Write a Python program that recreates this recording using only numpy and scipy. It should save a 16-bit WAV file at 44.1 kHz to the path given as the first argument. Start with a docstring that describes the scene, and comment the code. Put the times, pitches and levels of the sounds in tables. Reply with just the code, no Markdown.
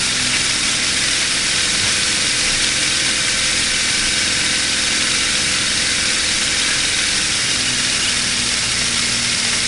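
"""A loud, fluttering rush of air comes first, over a car engine idling fast and unevenly in a workshop.
Under the open bonnet the crankshaft sets every rhythm: its orders give the firing hum and drive whine,
and each turn brings spurts of air, valve ticks and knocks that excite the resonances of metal parts.
Loose parts chatter, the room rumbles, and a few scuffs and soft bumps come from close by.
After about seven seconds the idle sags, and the clatter softens with it."""
import sys
import numpy as np
from scipy import signal
from scipy.fft import rfft, irfft, next_fast_len
from scipy.io import wavfile

SR = 44100
rng = np.random.default_rng(int(sys.argv[2]) if len(sys.argv) > 2 else 0)


def wav_out(sig):
    """Save sig, one row per channel (or a flat mono array), as 16-bit PCM at SR to the path in sys.argv[1]."""
    wavfile.write(sys.argv[1], SR, np.round(np.clip(np.atleast_2d(sig).T, -1, 1) * 32767).astype(np.int16))


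N = 426447
TIME = np.arange(N) / SR
SLOW_HZ, MIDDLE_HZ, FAST_HZ = 19.8, 20.8, 21.3  # crank turns a second at slow, middle and fast idle


def amp(db):
    """Amplitude ratio: tenfold for every 20 dB."""
    return 10 ** (np.asarray(db) / 20)


def unit(x):
    """Normalisation to an rms of 1."""
    return x / np.sqrt(np.mean(x ** 2) + 1e-20)


def bell(offset, sigma):
    """Gaussian window with a peak of 1 and standard deviation sigma."""
    return np.exp(-.5 * (offset / sigma) ** 2)


def coloured(x, gain):
    """Linear filtering: the spectrum is multiplied by gain(frequency), then scaled to rms 1."""
    size = next_fast_len(len(x), True)
    shaped = rfft(x, size) * gain(np.fft.rfftfreq(size, 1 / SR))
    return unit(irfft(shaped, size)[:len(x)])


def spectrum(points):
    """Frequency response through (frequency [Hz], level [dB]) points on a logarithmic axis."""
    hz, db = np.transpose(points)
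    return lambda f: amp(np.interp(np.log(f + 1), np.log(hz + 1), db))


def band_noise(hz, half_width, count=N):
    """Resonance under random forcing: noise gathers around one frequency."""
    return coloured(rng.standard_normal(count), lambda f: 1 / (1 + ((f - hz) / half_width) ** 2))


def drift(rate_hz):
    """Random modulation: low-pass noise of rms 1."""
    return coloured(rng.standard_normal(N), lambda f: np.exp(-(f / rate_hz) ** 2))


def ping(hz, width):
    """Damped oscillation: a struck mode swells, then dies, the faster the wider its resonance."""
    t = np.arange(SR // 10) / SR
    return np.sqrt(t) * np.exp(-np.pi * width * t) * np.sin(2 * np.pi * hz * t)


def at_speed(speed, levels):
    """Linear interpolation between the levels at slow, middle and fast idle."""
    return np.interp(speed, [SLOW_HZ, MIDDLE_HZ, FAST_HZ], levels)


# course of the idle: (time [s], crank speed [turns/s])
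IDLE_SPEED = [(0.0, 20.65), (0.63, 20.94), (1.46, 21.06), (2.81, 21.43), (3.45, 21.51), (3.82, 21.38),
              (5.01, 21.42), (5.54, 21.2), (6.56, 21.48), (7.07, 21.26), (8.84, 19.74), (9.11, 19.82),
              (9.67, 19.47)]


def crank(stumble=.001, stumble_hz=6):
    """Angle in turns is the integral of speed; weak firings make the rotation stumble."""
    speed = np.interp(TIME, *np.transpose(IDLE_SPEED))
    turns = np.cumsum(speed * (1 + stumble * drift(stumble_hz))) / SR
    return speed, turns


# spectrum of the air stream: (frequency [Hz], relative density [dB])
AIR_SPECTRUM = [(530, -33), (900, -13), (1170, -10), (1270, -6), (1530, -5), (1930, -2), (2250, -4.5),
                (3250, -2.5), (3720, 0), (4130, -3), (5420, 0.5), (7180, -6.5), (9030, -3.5), (10300, -7.5),
                (10900, -12), (14200, -61), (22000, -120)]


def rush(air_db=-20.5, flutter_db=.44, flutter_hz=25):
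    """Turbulence: fan and intake air radiate broadband noise whose level flutters slightly."""
    stream = coloured(rng.standard_normal(N), spectrum(AIR_SPECTRUM))
    return stream * amp(air_db + flutter_db * drift(flutter_hz))


# spurts in one turn: (angle [turns], sigma [turns], relative level [dB], centre [Hz], half width [Hz])
AIR_SPURTS = [(0.671, 0.042, -33, 3860, 2050), (.2, 0.066, -38, 2900, 1600),
              (0.33, 0.19, -33.5, 7600, 6400)]


def spurts(turns, uneven=.34, uneven_hz=49):
    """Amplitude modulation: air hisses harder at fixed crank angles, never twice the same."""
    out = np.zeros(N)
    for angle, sigma, db, hz, half_width in AIR_SPURTS:
        offset = (turns - angle + .5) % 1 - .5
        gate = bell(offset, sigma) * (1 + uneven * drift(uneven_hz))
        out += amp(db) * unit(gate * band_noise(hz, half_width))
    return out


# firing hum, then the whine of belt-driven parts that slip a little:
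# (multiple of crank speed [1], level at slow idle [dB], at middle idle [dB], at fast idle [dB])
ENGINE_ORDERS = [(3, -48, -61, -58), (4, -54, -54, -45.5), (5.98, -39.5, -38.5, -44),
                 (7.93, -59, -56, -52.5), (9.03, -45.5, -46, -51), (9.99, -46, -45, -40.5),
                 (11.99, -36.5, -36, -43.5), (14.02, -52, -48, -42), (14.92, -66, -43.5, -48),
                 (16, -51, -52, -50), (22, -57, -61, -49.5), (23.97, -51, -51, -42.5),
                 (29.96, -57, -57, -58), (36.1, -56, -54, -56), (71.45, -56, -44, -36),
                 (95.87, -50, -56, -38.5), (108.2, -37, -44, -35)]
# standing waves of the workshop: (frequency [Hz], sigma [Hz], gain [dB])
ROOM_MODES = [(186, 1.3, 7), (189.7, 1, -13), (191, 0.94, 14), (239, 0.72, -6), (253.3, 1.2, -9)]


def hum(speed, turns, waver=.16, waver_hz=4):
    """Rotational orders: tones follow the crank, lifted or cancelled as they cross standing waves."""
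    out = np.zeros(N)
    for multiple, *levels in ENGINE_ORDERS:
        tone = np.sqrt(2) * np.cos(2 * np.pi * (multiple * turns + rng.random()))
        room_db = sum(db * bell(multiple * speed - hz, sigma) for hz, sigma, db in ROOM_MODES)
        out += amp(at_speed(speed, levels) + room_db) * tone * (1 + waver * drift(waver_hz))
    return out


# valve and injector ticks in one turn: (angle [turns], relative level [dB])
VALVE_TICKS = [(.09, -2.5), (.2, -5), (.29, -2), (.4, -6), (.53, -3), (.66, -2), (.85, -4), (.97, -6.5)]
# response of the struck metal: (frequency [Hz], relative gain [dB])
METAL_RESPONSE = [(250, -10.5), (500, -13), (650, -7.5), (1200, -8.5), (1550, 2.5), (2400, 3), (3200, 0),
                  (5300, -8), (7000, -4.5), (11000, -10)]


def valve_train(turns, ring_t60=.097, bay_t60=.16, bay_db=-11, scatter_db=2.5, jitter_s=2e-5):
    """Impact excitation: each tick rings its own dense metal modes, nearly alike from turn to turn."""
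    t, out = np.arange(SR // 5) / SR, np.zeros(N)
    decay = amp(-60 * t / ring_t60) + amp(bay_db - 60 * t / bay_t60)
    each_turn = np.arange(int(turns[-1]) + 1)
    for angle, db in VALVE_TICKS:
        late, force = rng.standard_normal((2, len(each_turn)))
        onset_s = np.interp(each_turn + angle, turns, TIME) + jitter_s * late
        onsets = np.clip(onset_s * SR, 0, N - 2)
        shared_modes = rng.standard_normal(len(t))
        for valve in (0, 1):  # the camshaft turns once in two crank turns, so two valves alternate
            at, size = onsets[valve::2], amp(db + scatter_db * force[valve::2])
            # each blow is split between two neighbouring samples
            blows = np.bincount(at.astype(int), size * (1 - at % 1), N)
            blows += np.bincount(at.astype(int) + 1, size * (at % 1), N)
            own_modes = .39 * rng.standard_normal(len(t))
            out += signal.oaconvolve(blows, decay * (shared_modes + own_modes))[:N]
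    return coloured(out, spectrum(METAL_RESPONSE))


# pitch range of loose small parts: (frequency [Hz], relative level [dB])
CHATTER_SPECTRUM = [(1300, -8.5), (1600, -2), (2400, 0), (3800, 0.5), (5400, -0.5), (7000, -6),
                    (10500, -8.5)]


def chatter(chatter_db=-27.5, per_s=260, width_hz=55, scatter_db=4):
    """Shot noise: loose small parts ring briefly at random moments, each at its own pitch."""
    out = np.zeros(N + SR)
    lowest, highest = CHATTER_SPECTRUM[0][0], CHATTER_SPECTRUM[-1][0]
    gain = spectrum(CHATTER_SPECTRUM)
    for when, pitch, force in rng.random((int(per_s * N / SR), 3)):
        hz = lowest * (highest / lowest) ** pitch
        clink = gain(hz) * amp(scatter_db * force) * ping(hz, width_hz)
        out[int(when * N):][:len(clink)] += clink
    return amp(chatter_db) * unit(out[:N])


# resonances of covers and brackets: (frequency [Hz], width [Hz], angle of knock [turns],
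# level blown by air [dB], level struck at slow idle [dB], at middle idle [dB], at fast idle [dB])
COVER_MODES = [(1357, 100, 0.0394, -45.5, -46, -52, -46), (2256, 79, .24, -39, -37, -48, -39),
               (2454, 49, .36, -39, -47, -48, -45), (2828, 50, .24, -42, -37.5, -39, -43),
               (3790, 84, .63, -39, -44, -40, -34), (4560, 310, .51, -33.5, -51, -44, -46),
               (5270, 250, .66, -35.5, -32.5, -39, -40)]


def covers(speed, turns, scatter_db=1.8, slack_turns=.009, wander_db=1.15, wander_hz=1.1):
    """Forced resonance: air and one knock a turn drive each part; each rattles most at its own speed."""
    out, each_turn = np.zeros(N), np.arange(int(turns[-1]) + 1)
    for hz, width, angle, blown_db, *struck_db in COVER_MODES:
        late, force = rng.standard_normal((2, len(each_turn)))
        onsets = np.interp(each_turn + angle + slack_turns * late, turns, np.arange(N)).astype(int)
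        blows = np.bincount(onsets, amp(scatter_db * np.minimum(force, 1)), N)
        ring = unit(signal.oaconvolve(blows, ping(hz, width))[:N])
        struck = amp(at_speed(speed, struck_db)) * ring
        blown = amp(blown_db) * band_noise(hz, width)
        out += (struck + blown) * amp(wander_db * drift(wander_hz))
    return out


# rumble filling the bay: (frequency [Hz], relative density [dB])
RUMBLE_SPECTRUM = [(4, -12), (12, -13), (50, -3.5), (110, 4), (170, 0.5), (245, -0.5), (320, 0.5),
                   (400, -3), (560, -3), (900, -14), (1200, -28), (2000, -80)]


def workshop(rumble_db=-35, mains_db=-44, mains_hz=60, shudder_db=-45, shudder_hz=28):
    """Background noise: a broad low rumble, a pure mains tone and a narrow-band shudder."""
    rumble = coloured(rng.standard_normal(N), spectrum(RUMBLE_SPECTRUM))
    mains = np.sqrt(2) * np.sin(2 * np.pi * mains_hz * TIME)
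    shudder = band_noise(shudder_hz, half_width=2.7)
    return amp(rumble_db) * rumble + amp(mains_db) * mains + amp(shudder_db) * shudder


def reflections(x, count=12, share=.05, nearest_s=.003, farthest_s=.016, sway_s=1.5e-4):
    """Comb filtering: echoes off bonnet, floor and bodies shift as the listening point sways."""
    out = x.copy()
    for delay in np.geomspace(nearest_s, farthest_s, count) * rng.uniform(.9, 1.1, count):
        sway_hz = rng.uniform(.036, .201)
        lag = delay + sway_s * np.sin(2 * np.pi * (TIME * sway_hz + rng.random()))
        out += share * np.interp(TIME - lag, TIME, x)
    return out / np.sqrt(1 + count * share ** 2)


# scuffs and rattles: (time [s], level [dB], centre [Hz], half width [Hz], sigma [s])
NEAR_SCUFFS = [(0.343, -19.5, 2430, 800, 0.01), (1.868, -23, 3000, 3000, 0.027), (1.88, -48, 650, 500, .03),
               (2.487, -28, 2500, 1500, 0.017), (3.086, -27, 3000, 2500, .01),
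               (4.93, -23, 3600, 3000, 0.006), (7.684, -23, 2880, 200, .007),
               (8.038, -25, 2860, 100, 0.011), (8.08, -23, 2880, 70, 0.0073),
               (8.817, -21.5, 2500, 1400, .007), (9.534, -21, 2100, 400, .006),
               (9.548, -38, 700, 600, 0.04)]


def scuffs():
    """Noise transients: a brief envelope on a band of noise is heard as a scuff."""
    out = np.zeros(N)
    for when, db, hz, half_width, sigma in NEAR_SCUFFS:
        grit = np.resize(band_noise(hz, half_width, count=16384), N)
        out += amp(db) * bell(TIME - when, sigma) * grit
    return out


# soft bumps: (time [s], peak level [dB], frequency [Hz], sigma [s])
NEAR_BUMPS = [(1.84, -25, 104, .018), (2.52, -27, 26.6, 0.084), (3.73, -30, 24, 0.034),
              (4.05, -29, 28, .05), (6.36, -34, 23, .04), (8.84, -37, 150, .03), (8.96, -30, 110, 0.025),
              (9.2, -33, 121, 0.021)]


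def bumps():
    """Wave packets: a few cycles of a low tone are heard as a dull bump."""
    return sum(amp(db) * bell(TIME - when, sigma) * np.cos(2 * np.pi * hz * (TIME - when))
               for when, db, hz, sigma in NEAR_BUMPS)


def scene(valve_db=-25.5, clatter_db_per_hz=1, air_db_per_hz=.05, swell_at_s=2.16):
    """Superposition at one point beside the bonnet; clatter and air grow with the crank speed."""
    speed, turns = crank()
    excess_hz = speed - FAST_HZ
    uneven_db = .5 * drift(rate_hz=1.3)
    swell_db = 1.05 * bell(TIME - swell_at_s, sigma=.45)  # the air swells once
    clatter = amp(valve_db) * valve_train(turns) + chatter()
    clatter *= amp(clatter_db_per_hz * excess_hz + uneven_db)
    ringing = covers(speed, turns)
    air = amp(air_db_per_hz * excess_hz + swell_db) * (rush() + spurts(turns))
    mono = hum(speed, turns) + reflections(clatter + ringing + air) + workshop() + scuffs() + bumps()
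    return np.array([mono, mono])


def record(dry, cutoff_hz=10950):
    """Band limiting: a steep low-pass filter removes the highest treble."""
    lowpass = signal.firwin(1023, cutoff_hz, window=("kaiser", 9), fs=SR)
    return signal.oaconvolve(dry, lowpass[None], "same")


dry = scene()
out = record(dry)
wav_out(out)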